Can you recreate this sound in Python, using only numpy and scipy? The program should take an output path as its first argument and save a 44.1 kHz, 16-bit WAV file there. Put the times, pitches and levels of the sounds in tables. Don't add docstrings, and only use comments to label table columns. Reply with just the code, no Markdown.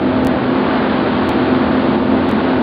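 import sys
import numpy as np
from scipy import signal
from scipy.fft import rfft, irfft
from scipy.io import wavfile
from scipy.ndimage import uniform_filter1d

SR = 44100
rng = np.random.default_rng(int(sys.argv[2]) if len(sys.argv) > 2 else 0)


def invert_db(x):
    u = np.asarray(x, float) / 20
    return 10 ** u


def master(y):
    cut = np.clip(np.atleast_2d(y).T, -1, 1)
    pcm = np.round(cut * 32767)
    wavfile.write(sys.argv[1], SR, pcm.astype(np.int16))


N = 115542

# start_s [s], cycle_rate_hz [Hz], load_db [dB], hull_ring_db [dB]
ENGINE_RIDE = [(0.0, 42.03, -31.5, -33), (0.04, 43.02, -17, -35.5), (0.2, 43.02, -16.5, -26),
               (0.36, 43.14, -18, -37), (0.38, 42.93, -20.5, -22.5), (1.33, 42.94, -21.5, -24),
               (1.48, 43.15, -17, -27.5), (1.56, 43.0, -14, -41), (1.58, 42.8, -24, -24.5),
               (1.76, 42.93, -16.5, -27.5), (1.82, 43.2, -20.5, -16.5), (1.85, 43.35, -11, -37),
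               (1.88, 43.3, -15.5, -18), (2.06, 43.34, -21, -22), (2.11, 43.57, -13, -17.5),
               (2.3, 43.36, -26, -36), (2.33, 43.3, -20, -14), (2.62, 42.4, -18.5, -35)]
# cycle_multiple [x cycle rate], level_db [dB]
ENGINE_ORDERS = [(1, -29), (2, -12.5), (3, -13), (4, -27), (5, -4.5), (6, 3.5), (7, -9), (8, -5.5),
                 (9, -16.5), (10, -17), (11, -12), (12, -12), (13, -15), (14, -12), (15, -9), (16, -19.5),
                 (17, -31.5), (18, -12.5), (19, -25.5), (20, -14), (21, -34),
                 (5.5, -13), (7.5, -18), (8.5, -14), (20.4, -18.5), (21.1, -17), (25.9, -15.5), (28, -19.5),
               (34.1, -21.5), (35.2, -27)]
# pitch_hz [Hz], level_db [dB per Hz]
ROAR_COLOUR = [(40, -28), (76, -14), (160, -15), (235, 2.5), (280, -5.5), (340, -2), (420, -9), (700, -13),
               (1300, -44)]
# start_s [s], level_db [dB]
SPRAY_SWELLS = [
    (0.0, -28),
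    (0.07, -24),
    (0.46, -24.5),
    (0.71, -21),
    (1.95, -23),
    (1.98, -25.5),
    (2.44, -22),
    (2.62, -24),
]
# pitch_hz [Hz], level_db [dB per Hz]
SPRAY_COLOUR = [(400, -19.5), (650, -1.5), (900, 0), (1500, -3.5), (2200, -11.5), (3500, -15),
                (4500, -22.5), (6200, -59)]
# pitch_hz [Hz], level_db [dB per Hz]
WIND_COLOUR = [(20, -22), (45, -17), (70, 3.5), (120, 17.5), (200, -6.5), (400, -49)]
# start_s [s], jump_height [signed, full scale 1]
STUTTER_JUMPS = [
    (.2490, .24),
    (.27066, -.5),
    (1.27063, .015),
    (1.29234, -.33),
    (2.29231, .13),
    (2.31399, -.15),
]

PIPE_ORDER, HULL_ORDER = 6, 5


def evened(x):
    return x / np.sqrt(np.mean(x ** 2) + 1e-20)


def curve(table, column):
    rows = np.array(table)
    return np.interp(np.arange(N) / SR, rows[:, 0], rows[:, column])


def drift(top_hz):
    hz = np.fft.rfftfreq(N, 1 / SR)
    spectrum = rfft(rng.standard_normal(N))
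    return evened(irfft(spectrum * np.exp(-(hz / top_hz) ** 2) * (hz > 0), N))


def noise(colour, patchy_db):
    frames, hz = N // 256 + 5, np.fft.rfftfreq(1024, 1 / SR)
    real, imaginary, patches = rng.standard_normal((frames, 513, 3)).T
    patches = uniform_filter1d(patches, size=10, axis=0, mode="wrap")
    patches = evened(uniform_filter1d(patches, size=12, axis=1))
    colour_hz, colour_db = np.transpose(colour)
    shape_db = np.interp(np.log(hz + 1), np.log(colour_hz + 1), colour_db, left=-90, right=-90)
    spectra = (real + 1j * imaginary) * invert_db(shape_db[:, None] + patchy_db * patches)
    return evened(signal.istft(spectra, nperseg=1024, noverlap=768)[1][:N])


def engine_hum(turns, load_db):
    waver_db, waver_hz, jitter_hz = 3, 6.8, 0.792
    hull_db = curve(ENGINE_RIDE, 3)
    hull_db = hull_db - hull_db.mean()
    hum = np.zeros(N)
    for order, level_db in ENGINE_ORDERS:
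        follow_db, freedom = 0.15 * load_db, 1
        if order == PIPE_ORDER:
            follow_db, freedom = load_db, 0.45
        elif order == HULL_ORDER:
            follow_db, freedom = hull_db, 0.45
        pitch_slip_hz = freedom * jitter_hz * np.sqrt(order) * drift(waver_hz)
        slip = np.cumsum(pitch_slip_hz) / SR + rng.random()
        swing_db = freedom * waver_db * 2 * np.tanh(0.5 * drift(waver_hz))
        tone = np.cos(2 * np.pi * (order * turns + slip))
        hum += invert_db(level_db + follow_db + swing_db) * tone
    return invert_db(-16.5) * evened(hum)


def throb(turns, depth):
    puff = np.exp(-(2 * turns % 1) / 0.7)
    puff = puff * (1 + 0.045 * np.sign(turns % 1 - 0.5))
    return 1 + depth * (uniform_filter1d(puff, size=40) / puff.mean() - 1)


def exhaust_roar(turns, load_db):
    level_db = -17.5 + 0.1 * load_db
    return invert_db(level_db) * throb(turns, depth=0.3) * noise(ROAR_COLOUR, patchy_db=0.5)


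def spray(turns):
    level_db = curve(SPRAY_SWELLS, 1) + 0.5 * drift(40)
    return invert_db(level_db) * throb(turns, depth=0.15) * noise(SPRAY_COLOUR, patchy_db=0.5)


def wind():
    level_db = -34.5 + 0.8 * drift(11)
    return invert_db(level_db) * noise(WIND_COLOUR, patchy_db=2.5)


def scene():
    turns = np.cumsum(curve(ENGINE_RIDE, 1)) / SR
    load_db = curve(ENGINE_RIDE, 2)
    load_db = load_db - load_db.mean()
    engine = engine_hum(turns, load_db) + exhaust_roar(turns, load_db)
    return (engine + spray(turns) + wind())[None]


def faint_whine(t):
    return invert_db(-105) * drift(150) * np.sin(2 * np.pi * 11330 * t)


def stutters(t):
    jumps, fade_s = np.zeros(N), 0.002
    for start_s, height in STUTTER_JUMPS:
        side = np.sign(t - start_s + 1e-9)
        jumps += 0.5 * height * side * np.exp(-abs(t - start_s) / fade_s)
    return jumps


def low_pass(x):
    return signal.sosfilt(signal.butter(12, 15830, fs=SR, output="sos"), x)


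def record(dry):
    t = np.arange(N) / SR
    low_cut = signal.butter(4, 54, "high", fs=SR, output="sos")
    band_limit = signal.firwin(201, 5600, window=("kaiser", 11), fs=SR)
    out = signal.sosfilt(low_cut, np.tanh(dry))
    out = signal.oaconvolve(out, band_limit[None], "same")
    out = out + faint_whine(t) + stutters(t)
    return low_pass(out)


dry = scene()
out = record(dry)
master(out)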